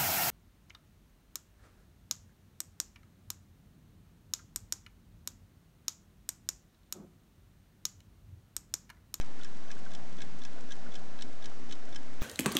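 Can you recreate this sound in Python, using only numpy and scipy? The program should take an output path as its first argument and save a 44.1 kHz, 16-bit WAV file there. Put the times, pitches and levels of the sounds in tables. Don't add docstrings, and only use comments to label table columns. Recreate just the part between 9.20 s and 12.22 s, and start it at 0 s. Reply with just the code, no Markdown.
import sys
import numpy as np
from scipy import signal
from scipy.fft import rfft, irfft
from scipy.io import wavfile
from scipy.ndimage import uniform_filter1d

SR = 44100
rng = np.random.default_rng(int(sys.argv[2]) if len(sys.argv) > 2 else 0)


def nominal_scale(level):
    x = np.asarray(level, float) / 20
    return 10 ** x


def pcm_store(signal):
    levels = np.round(np.clip(np.atleast_2d(signal), -1, 1) * 32767)
    wavfile.write(sys.argv[1], SR, levels.astype(np.int16).T)


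N = 133182


def evened(x):
    return x / np.sqrt(np.mean(x ** 2) + 1e-20)


def smoothed(x, size):
    return uniform_filter1d(uniform_filter1d(x, size=size), size=size)


def add(mix, start_s, sound):
    part = mix[round(start_s * SR):][:len(sound)]
    part += sound[:len(part)]


def resonate(x, hz, width_hz):
    turn = np.exp(2j * np.pi * hz * np.arange(len(x)) / SR)
    r = np.exp(-np.pi * width_hz / SR)
    return 2 * (turn * signal.lfilter([1 - r], [1, -r], x / turn)).real


def resonate_twice(x, hz, width_hz):
    return resonate(resonate(x, hz, width_hz), hz, width_hz)


def watch():
    # start_s, level_db, brightness_db, case_db, rebound_db
    unlocks = [(.2119, -53.5, -15, -6, -12), (.4805, -64, -3, 0, -6), (.7143, -55, -4, 8, -2),
               (.9822, -55.5, -6, -2, 0), (1.2165, -51.5, -8.5, 0, -3), (1.485, -65, -1, -5, 2),
               (1.7190, -54, -8, 0, -4), (1.9884, -51.5, -12, -5, -9), (2.2228, -53, -6, -1, 2),
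               (2.4917, -58.5, -3, -4, 0), (2.7252, -53.5, -6, 2, -2), (2.9944, -58, -19, 10, -2)]
    impulses = [(.0002, -56, -6, 6, -3.5), (0.2331, -51.5, -4.5, -5, -5), (0.5027, -47.5, -12, 10, 2),
                (0.7341, -54.5, -2, -3, 0), (1.005, -48.5, -12.5, 1, -4), (1.2361, -54.5, -3, -7, -5),
                (1.5064, -48.5, -7, -2, 3.5), (1.7375, -55, -3, 0, 7), (2.0094, -49.5, -11, -13, -7),
                (2.2423, -50.5, -6, -6, 0), (2.5075, -48, -9, 1, 6), (2.7464, -57.5, 1.5, -5, -4),
                (3.0114, -52, -5, -6, 2)]
    drops = [(0.0114, -49, -0.5, 2, 2), (0.2459, -51.5, 1.5, 6, -5), (0.5146, -50, 1.5, 4, -2.5),
             (0.7492, -49.5, -1, -0.5, -5), (1.0173, -46.5, -3, 1, 2), (1.2506, -50.5, 1.5, -3, -12),
             (1.5195, -47, -1.5, -6, 3.5), (1.7530, -49, -1, -2, 3), (2.0215, -45, 0, -5.5, 0),
             (2.257, -49, 1, 0.5, -3), (2.5237, -44.5, -3, -6.5, -0.5), (2.7585, -45.5, 0, 0.5, 2.5)]
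    out = np.zeros(N)
    for kind, rows in enumerate((unlocks, impulses, drops)):
        for start_s, *blow in rows:
            add(out, start_s, knock(kind, start_s, *blow))
    return out


def knock(kind, start_s, level_db, bright_db, case_db, spring_db):
    # pitch_hz, time to fade by 60 dB (t60_s)
    plate = [(1645, 0.052), (2215, 0.057), (2570, .035), (3110, 0.043), (3445, 0.027), (3835, 0.021),
             (4125, 0.023), (4750, 0.027), (5215, 0.027), (5560, 0.024), (6045, 0.037), (7040, 0.04),
             (7750, 0.018), (8450, 0.012)]
    # unlock_db, impulse_db, drop_db
    first_stone = [(-4, -5, 1), (-19, -7, -15.5), (-21, -14, -5), (-9.5, -8.5, -2), (0.5, -4, 1),
                   (-4, -6, -3), (-15, -3.5, -11), (-17, -9, -10), (-4, -4, 4), (3, 5, 2.5), (0, 4.5, -1.5),
                   (-16, -3.5, -8.5), (-26, -14, -15), (-27, -26, -19)]
    second_stone = [(2.5, 2, -5), (-14, -12.5, -12.5), (-2, -13, -9), (-3, -11.5, -8), (0, -1.5, -4.5),
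                    (-6, -9, 0), (-12, -17, -7.5), (-10, -13, -9.5), (9, -10, 3.5), (-6, 7, 3), (6, 6.5, 3),
                    (-8, -16, -5), (-16, -20, -13), (-20, -20, -9)]
    # rise_s, rebound_delay_s, rebound_db, crack_db, ring_length (share of t60_s)
    kinds = [
        (0.001, .0020, -1.5, 1.5, 0.75),
        (0.00071, .0029, -3.5, 3, 0.35),
        (0.00033, .0028, -6.5, 8.5, 0.77),
    ]
    # centre_hz, width_hz, level_db
    crack_bands = [
        (1900, 1400, -3),
        (3460, 1830, -3),
        (6300, 5600, 1.5),
    ]
    beats_per_s, body_hz, treble_hz = 4, 2800, 4400
    case_rise_s, case_hz = 0.0044, 1620
    after_db, after_stretch = -10, 2.7
    detune, split = .006, .022
    share_spread_db, rebound_jitter, second_rebound_db = 1.5, .2, -2
    crack_t60_s, weigh_s = 0.017, .008

    rise_s, delay_s, rebound_db, crack_db, length = kinds[kind]
    hz, t60_s = np.transpose(plate)[:, :, None]
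    stone = first_stone if round(start_s * beats_per_s) % 2 else second_stone
    share_db = np.array(stone)[:, kind, None] + case_db * (hz < body_hz)
    high = hz[:, 0] > treble_hz
    t = np.arange(2600) / SR
    body, treble = np.zeros(2600), np.zeros(2600)
    swell = 1 - np.exp(-t / (rise_s + case_rise_s * (case_hz / hz) ** 6))
    fall_db = -60 * t / (t60_s * length)
    fade = nominal_scale(fall_db) + nominal_scale(after_db + fall_db / after_stretch)
    tune, phase, twin = rng.standard_normal((3, len(plate), 1))

    for bounce in range(3):
        late_s = bounce * delay_s * (1 + rebound_jitter * rng.uniform(-0.9, 1))
        bounce_db = bounce * (rebound_db + spring_db) + second_rebound_db * (bounce > 1)
        spread, slip = rng.standard_normal((2, len(plate), 1))
        ring = np.sin(2 * np.pi * (hz * (1 + detune * tune) * t + phase + slip))
        partner = np.sin(2 * np.pi * hz * (1 + split * twin) * t + phase * slip)
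        ring = np.where(hz > body_hz, (ring + partner) / np.sqrt(2), ring)
        modes = swell * nominal_scale(bounce_db + share_db + share_spread_db * spread) * fade * ring

        burst_db = bounce_db + crack_db - 60 * t / crack_t60_s
        burst = swell[-1] * nominal_scale(burst_db) * rng.standard_normal(len(t))
        case, low, top = (nominal_scale(db) * resonate_twice(burst, f, width) for f, width, db in crack_bands)
        add(body, late_s, modes[~high].sum(axis=0) + low + nominal_scale(case_db) * case)
        add(treble, late_s, modes[high].sum(axis=0) + top)

    head = round(weigh_s * SR)
    body = body / body[:head].std()
    treble = treble / treble[:head].std()
    return nominal_scale(level_db) * (body + nominal_scale(bright_db) * treble)


def rustles():
    # start_s, length_s, level_db, centre_hz
    scuffs = [
        (0.195, 0.013, -52, 1440),
        (0.217, 0.017, -54, 1510),
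        (0.542, 0.052, -59, 1550),
        (0.653, 0.031, -52, 1520),
        (1.347, 0.062, -57.5, 1500),
        (1.655, 0.03, -53, 1480),
        (2.293, 0.05, -57.5, 1360),
        (2.44, 0.023, -61, 1780),
        (2.664, 0.035, -58.5, 1550),
        (2.973, 0.022, -61, 1520),
    ]
    width_hz, grain_db = 135, 1
    out = np.zeros(N)
    for start_s, length_s, db, hz in scuffs:
        noise = rng.standard_normal(4000)[:int(length_s * SR)]
        grain = evened(uniform_filter1d(rng.standard_normal(4000), size=90))
        noise = noise * nominal_scale(grain_db * grain[:len(noise)])
        add(out, start_s, nominal_scale(db) * np.hanning(len(noise)) * evened(resonate(noise, hz, width_hz)))
    return out


def spikes():
    large_s = [.001, .0263, .0479, .0624, .1947, .3724, .5541, .5815, .5924, .6542, .7083, .8967, .9277,
               .9696, 1.0479, 1.1893, 1.1947, 1.3326, 1.409, 1.4108, 1.5561, 1.567, 1.766, 1.7949, 2.1308,
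               2.299, 2.555, 2.6551, 2.6929, 2.8322, 2.9338, 2.9411]
    spike_db, small_db, small_per_s, filter_hz = -38.5, -46.5, 22, 9700
    train = nominal_scale(small_db) * (rng.random(N) < small_per_s / SR) * rng.uniform(-0.44, 1.15, N)
    places = np.round(np.array(large_s) * SR).astype(int)
    train[places] = nominal_scale(spike_db) * rng.uniform(0.9, 0.97, len(large_s))
    shape = signal.firwin(31, filter_hz, window=("kaiser", 4), fs=SR)
    return np.convolve(train, shape / shape.max(), "same")


def drones():
    # pitch_hz, width_hz, level_db
    steady_tones = [(1103, 4.3, -76), (550, 3.5, -75.5), (2150, 2.1, -80), (2680, 2.6, -82),
                    (4240, 2.3, -92), (7870, 11, -87.5), (7800, 25, -94)]
    # time_s, level_db
    whoosh_curve = [(0.05, -62.5), (0.4, -64.5), (0.85, -54.5), (0.87, -62), (1.34, -62.5), (1.36, -53.5),
                    (1.54, -68.5), (1.57, -56.5), (2.27, -61), (2.33, -57), (2.35, -65), (2.73, -55.5),
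                    (2.75, -60), (2.95, -61.5)]
    motor_curve = [(0.05, -72), (0.09, -60), (0.15, -86), (0.19, -69.5), (0.48, -65), (0.5, -62.5),
                   (1.16, -55.5), (1.2, -66), (1.97, -59.5), (2.02, -76), (2.32, -76), (2.36, -64.5),
                   (2.92, -69.5), (2.95, -67)]
    upper_curve = [(0.05, -58.5), (0.34, -62), (0.36, -50), (0.4, -61), (1.52, -57.5), (1.59, -72),
                   (1.68, -44.5), (1.72, -65), (2.1, -57.5), (2.2, -67), (2.25, -56.5), (2.37, -70.5),
                   (2.4, -54), (2.7, -60.5), (2.77, -53), (2.82, -61.5), (2.9, -51.5), (2.95, -63.5)]
    lower_curve = [(0.05, -69.5), (0.35, -77), (0.44, -63), (0.53, -79), (0.57, -60.5), (1.24, -61),
                   (1.56, -85), (1.58, -60), (2.01, -70), (2.04, -69), (2.08, -59), (2.18, -85),
                   (2.33, -64), (2.42, -86), (2.51, -78), (2.55, -88), (2.76, -62), (2.95, -65.5)]
    steady = sum(swelling([(0, db)], hz, width_hz) for hz, width_hz, db in steady_tones)
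    whoosh = nominal_scale(-1) * swelling(whoosh_curve, hz=644, width_hz=335)
    middle = motor(motor_curve, hz=180.3, wander_hz=5.16)
    upper = nominal_scale(-3) * motor(upper_curve, hz=247.6, wander_hz=7.07)
    lower = nominal_scale(-3.5) * motor(lower_curve, hz=119.5, wander_hz=6.13)
    return steady + whoosh + middle + upper + lower


def swelling(curve, hz, width_hz):
    s, db = np.transpose(curve)
    band = resonate_twice(rng.standard_normal(N), hz, width_hz)
    return nominal_scale(np.interp(np.arange(N) / SR, s, db)) * evened(band)


def motor(curve, hz, wander_hz):
    throb_db = 1.5
    s, db = np.transpose(curve)
    wander = evened(smoothed(rng.standard_normal(N), 2500))
    tone = np.sqrt(2) * np.sin(2 * np.pi * np.cumsum(hz + wander_hz * wander) / SR)
    throb = evened(smoothed(rng.standard_normal(N), 2000))
    return nominal_scale(np.interp(np.arange(N) / SR, s, db) + throb_db * throb) * tone


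def hiss():
    # pitch_hz, level_db (per Hz)
    colour = [(45, -32), (120, -5), (280, -2.5), (700, -13), (1700, -13.5), (2600, -19.5), (6300, -23),
              (8200, -31)]
    hiss_db, patch_db, lumpy_hz = -52.5, 1.65, 2010
    frames, hz = N // 256 + 5, np.fft.rfftfreq(1024, 1 / SR)
    real, imaginary, patches = rng.standard_normal((frames, 513, 3)).T
    patches = evened(uniform_filter1d(uniform_filter1d(patches, size=7, axis=0), size=10, axis=1))
    f, db = np.transpose(colour)
    lumpy = 1 / (1 + (hz / lumpy_hz) ** 2)[:, None]
    field_db = np.interp(np.log(hz + 1), np.log(f), db)[:, None] + lumpy * patch_db * patches
    spectrum = (real + 1j * imaginary) * nominal_scale(field_db)
    noise = signal.istft(spectrum, nperseg=1024, noverlap=768)[1][:N]
    return nominal_scale(hiss_db) * evened(noise)


def scene():
    return (watch() + rustles() + spikes() + drones() + hiss())[None]


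def band_edge(x):
    edge_hz, slope_db_per_khz = 8125, -10.5
    hz = np.fft.rfftfreq(len(x), 1 / SR)
    over_khz = np.maximum(hz - edge_hz, 0) / 1000
    loss_db = np.maximum(slope_db_per_khz * over_khz * (1 + 0.17 * over_khz), -100)
    return irfft(rfft(x) * nominal_scale(loss_db), len(x))


def band_limit(x):
    return signal.sosfilt(signal.butter(12, 15350, fs=SR, output="sos"), x)


def record(dry):
    grain_db, offset = -95.5, -.0754
    x = band_edge(dry[0]) + nominal_scale(grain_db) * rng.standard_normal(N) + offset
    return band_limit(x[None])


dry = scene()
out = record(dry)
pcm_store(out)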